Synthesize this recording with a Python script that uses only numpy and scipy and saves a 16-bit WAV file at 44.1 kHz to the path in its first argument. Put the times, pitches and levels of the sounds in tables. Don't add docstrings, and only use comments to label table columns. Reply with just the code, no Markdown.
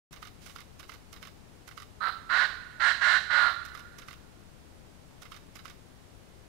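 import sys
import numpy as np
from scipy import signal
from scipy.fft import rfft, irfft, next_fast_len
from scipy.io import wavfile
from scipy.ndimage import uniform_filter1d, map_coordinates

SR = 44100
rng = np.random.default_rng(int(sys.argv[2]) if len(sys.argv) > 2 else 0)


def store_pcm(level_fs):
    pcm = np.round(np.clip(level_fs, -1, 1) * 32767).astype(np.int16)
    wavfile.write(sys.argv[1], SR, np.atleast_2d(pcm).T)


N = 285768
SPIN_UP_S, SPIN_DOWN_S = 0.02, 0.052


def amp(db):
    return 10 ** (np.asarray(db) / 20)


def unit(x):
    return x / np.sqrt(np.mean(x ** 2) + 1e-20)


def along(points, hz):
    point_hz, values = np.transpose(points)
    return np.interp(np.log(hz + 1), np.log(point_hz + 1), values)


def wobble(rate, size):
    knots = rng.standard_normal(int(size * rate / SR) + 4)
    return map_coordinates(knots, [np.arange(size) * rate / SR])


def coloured(x, spectrum):
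    m = 2 * next_fast_len(len(x))
    cepstrum = irfft(np.log(amp(along(spectrum, np.fft.rfftfreq(m, 1 / SR)))))
    cepstrum[1:m // 2] *= 2
    cepstrum[m // 2 + 1:] = 0
    return irfft(rfft(x, m) * np.exp(rfft(cepstrum)))[:len(x)]


def resonance(x, centre_hz, width_hz):
    return signal.lfilter(*signal.iirpeak(centre_hz, centre_hz / width_hz, SR), x)


def gate(t, length_s, attack_s, release_s):
    return np.clip(t / attack_s, 0, 1) * np.clip((length_s - t) / release_s, 0, 1)


def add(track, start_s, sound):
    part = track[max(round(start_s * SR), 0):][:len(sound)]
    part += sound[:len(part)]


def noise(spectrum):
    return unit(coloured(rng.standard_normal(N), spectrum))


def noise_bed():
    # freq_hz, gain_db
    hiss_eq = [(25, -6), (100, 0), (250, -1.5), (500, -4.5), (1000, -7), (2000, -11.5), (5000, -16.5),
               (10000, -21), (15500, -29)]
    # freq_hz, gain_db
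    rumble_eq = [(15, -5), (30, -2.5), (80, 0), (130, -3.5), (200, -7), (400, -13.5), (800, -21.5),
                 (2000, -54.5)]
    left = amp(-59.5) * noise(hiss_eq) + amp(-51) * noise(rumble_eq)
    right = amp(-57) * noise(hiss_eq)
    return np.array([left, right])


def stroke(t, rise_s, t60_s, bounce_db, bounce_s=0.0095):
    def hit(age):
        return np.clip(age / rise_s, 0, 1) * amp(-60 * np.maximum(age - rise_s, 0) / t60_s)
    return np.hypot(hit(t), amp(bounce_db) * hit(t - bounce_s))


def shutter():
    # release_s, level_db
    shots = [(0.2268, -31), (0.5604, -31), (0.894, -31), (1.227, -31), (1.776, -31), (3.7496, -31),
             (4.0839, -31.5), (5.3188, -31.5), (5.6545, -31)]
    # offset_s, knock_db, tick_db, bounce_db, rise_s
    strokes = [(-.102, -2, -2, -4.5, 0.0062), (-.0665, -2, -12, -5.5, 0.0021),
               (-.006, -6.5, -13, -10, 0.0022), (-.0005, 2, -4, -14, .0015), (0.023, -0.5, -7.5, -14, .002),
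               (0.043, -1.5, -4.5, -5.5, .0025)]
    # centre_hz, width_hz, gain_db
    body_modes = [(1156, 115, 2.5), (1462, 183, 0.5), (2100, 240, -1), (2720, 180, -4.5), (2970, 210, -4.5),
                  (3790, 240, -4), (4390, 310, -9.5), (5090, 170, -6.5), (5750, 120, -20)]
    # freq_hz, gain_db
    blade_eq = [(1000, -5), (3000, -3), (4000, -9.5), (6000, -1), (7000, -6), (8000, -10.5), (11000, -9),
                (13500, -12), (15500, -18)]
    # pitch_hz, level_db, t60_s
    thump_modes = [(1276, 7, 0.014), (1950, -9, 0.0099), (3040, -1.5, 0.012)]
    knock_t60_s, tick_t60_s = 0.074, 0.019
    t = np.arange(-SR // 5, SR // 5) / SR
    knock_power = tick_power = 0
    for offset_s, knock_db, tick_db, bounce_db, rise_s in strokes:
        age = t - offset_s
        slide = amp(-14.5) * np.exp(-np.abs(age) / 0.0067)
        knock_power += (amp(knock_db + 1.5) * stroke(age, rise_s, knock_t60_s, bounce_db)) ** 2
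        tick_power += amp(tick_db - 1) ** 2 * (stroke(age, rise_s, tick_t60_s, bounce_db) ** 2 + slide ** 2)
    gears = amp(-18) * gate(t + 0.022, 0.079, SPIN_UP_S, SPIN_DOWN_S)
    tick_power += gears ** 2
    tail = t[t >= 0]
    ring = sum(amp(db - 60 * tail / t60) * np.sin(2 * np.pi * hz * tail) for hz, db, t60 in thump_modes)
    thump = ring * (1 - np.exp(-tail / 0.0011))
    knocks, ticks, thumps = np.zeros((3, N))
    for release_s, db in shots:
        add(knocks, release_s + t[0], amp(db) * np.sqrt(knock_power) * rng.standard_normal(len(t)))
        add(ticks, release_s + t[0], amp(db) * np.sqrt(tick_power) * rng.standard_normal(len(t)))
        add(thumps, release_s, amp(db) * thump)
    body = sum((-1) ** k * amp(db) * resonance(knocks, hz, width_hz)
               for k, (hz, width_hz, db) in enumerate(body_modes))
    return body + coloured(ticks, blade_eq) + thumps


def forest(x, near_db, near_t60_s, far_db):
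    # freq_hz, t60_s
    trunk_decay = [(500, 1), (1400, 1.58), (2200, 1.5), (4000, 1.7), (8000, 1.32), (15000, 0.16)]
    # freq_hz, gain_db
    twig_eq = [(600, 0), (1600, -4.5), (4000, 6), (7000, 5), (10000, 5), (15000, 13)]
    hz, t, bands = signal.stft(rng.standard_normal(3 * SR // 2), SR, nperseg=256)
    decay = amp(-60 * t / along(trunk_decay, hz)[:, None])
    far = signal.istft(bands * decay * (1 - np.exp(-t / 0.0079)), SR, nperseg=256)[1]
    t = np.arange(SR // 2) / SR
    spikes = rng.standard_normal(len(t)) ** 3
    near = spikes * amp(-60 * t / near_t60_s) * (1 - np.exp(-t / 0.0035))
    echo = amp(far_db) * far / np.linalg.norm(far)
    add(echo, 0, amp(near_db) * coloured(near / np.linalg.norm(near), twig_eq))
    return x + signal.fftconvolve(x, echo)[:N]


def focus_motor(start_s=0.402, length_s=0.16):
    # freq_hz, gain_db
    motor_eq = [(600, -33), (1500, -2), (5000, -2), (8000, -6), (13000, -12), (15500, -15)]
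    spin = gate(np.arange(N) / SR - start_s, length_s, SPIN_UP_S, SPIN_DOWN_S)
    return amp(-54.5) * spin * noise(motor_eq)


def syrinx(rate_hz, jitter, scatter_db, turbulence):
    n = len(rate_hz)
    cycles = np.cumsum(rate_hz * np.exp(jitter * wobble(300, n))) / SR
    slaps = np.diff(np.floor(cycles), prepend=-1) * amp(scatter_db * rng.standard_normal(n))
    flow = 1 + 0.5 * np.cos(2 * np.pi * cycles - 1)
    puffs = unit(flow * rng.standard_normal(n))
    return unit(unit(slaps) + turbulence * puffs), flow


def saturated(x, ceiling):
    swing = uniform_filter1d(np.abs(signal.hilbert(unit(x))), size=60)
    return unit(x / (1 + (swing / ceiling) ** 4) ** 0.25)


def whistle(centre_hz, swell_db, opening, flow, hz_per_db=3, hz_per_opening=168):
    pitch_hz = centre_hz + hz_per_db * swell_db + hz_per_opening * (opening - opening.mean())
    hoarse_hz = pitch_hz * (1 + 0.037 * wobble(600, len(flow)))
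    return unit(flow * np.sin(2 * np.pi * np.cumsum(hoarse_hz) / SR))


def windpipe(flow, centre_hz=4050, width_hz=400):
    breath = flow * rng.standard_normal(len(flow))
    return unit(resonance(resonance(breath, centre_hz, width_hz), centre_hz, width_hz))


def syllable(length_s, full_db, swell_s, whistle_hz, whistle_db, first_opening, last_opening):
    # freq_hz, gain_db
    shut_eq = [(200, -37.5), (520, -22.5), (720, -15), (1000, -6.5), (1230, 2), (1550, 1), (1800, -10),
               (2400, -24.5), (3300, -27), (4000, -18.5), (4900, -29.5), (5600, -46), (8300, -45.5),
               (10200, -44.5), (13000, -51)]
    # freq_hz, gain_db
    open_eq = [(250, -49.5), (500, -33.5), (690, -20.5), (850, -23), (1150, -17.5), (1500, 1), (1780, -0.5),
               (2050, -7), (2450, -22.5), (2800, -17), (3500, -21), (4000, -18.5), (4700, -24.5),
               (8300, -49.5), (14500, -84)]
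    # freq_hz, gain_db
    rasp_eq = [(1500, -30), (2800, -2), (3500, -6), (4000, -2), (4900, -1.5), (5800, -6), (8300, -13.5),
               (10200, -24), (12000, -36), (14000, -33), (15500, -39)]
    t = np.arange(round(length_s * SR)) / SR
    swell_db = -11 * np.exp(-t / swell_s)
    ease_db = -11 * np.exp((t - length_s) / 0.022)
    level_db = full_db + swell_db + ease_db
    opening = np.clip(np.linspace(first_opening, last_opening, len(t)) + 0.02 * swell_db, 0, 1)
    rattle, flow = syrinx(200 + 140 * opening, jitter=0.15, scatter_db=1, turbulence=0.6)
    muffled = np.sqrt(1 - opening ** 2) * amp(-6.5) * unit(coloured(rattle, shut_eq))
    bright = opening * unit(coloured(rattle, open_eq))
    tone = amp(whistle_db) * whistle(whistle_hz, swell_db, opening, flow)
    voiced = saturated(muffled + bright + tone, ceiling=1.6)
    effort = amp(0.43 * (level_db + 14.5))
    rasp = amp(-18) * effort * opening * unit(coloured(rattle + rng.standard_normal(len(t)), rasp_eq))
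    nasal = amp(-20.5) * windpipe(flow)
    valve = gate(t, length_s, attack_s=0.0099, release_s=0.014)
    return amp(level_db) * valve * (voiced + rasp + nasal)


def pheasant():
    # start_s, length_s, full_db, swell_s, whistle_hz, whistle_db, first_opening, last_opening
    crow = [(2.002, .11, -21.5, .032, 1328, -7, 0.15, .16), (2.29, 0.18, -18.5, .026, 1455, -4.5, .66, .8),
            (2.795, 0.14, -16.5, 0.027, 1416, -5, 0.94, .98),
            (3.005, .195, -17.5, .016, 1460, -4.5, .92, .95),
            (3.293, 0.23, -19, 0.018, 1425, -3.5, 0.87, 0.25)]
    voice = np.zeros(N)
    for start_s, *shape in crow:
        call = np.zeros(N)
        add(call, start_s, syllable(*shape))
        voice += forest(call, near_db=-6.5, near_t60_s=0.5, far_db=-18.5)
    return voice


def scene():
    bird = pheasant()
    camera = forest(shutter() + focus_motor(), near_db=-16, near_t60_s=0.44, far_db=-27)
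    microphone = bird + camera
    leak = amp(-23.5) * microphone
    return np.array([leak, microphone]) + noise_bed()


def record(dry, start_s=0.108, top_hz=15750):
    m = next_fast_len(N + SR // 2)
    fade_in = np.clip((np.arange(N) / SR - start_s) / 0.0018, 0, 1)
    passband = np.fft.rfftfreq(m, 1 / SR) < top_hz
    return irfft(rfft(dry * fade_in, m) * passband, m)[:, :N]


dry = scene()
out = record(dry)
store_pcm(out)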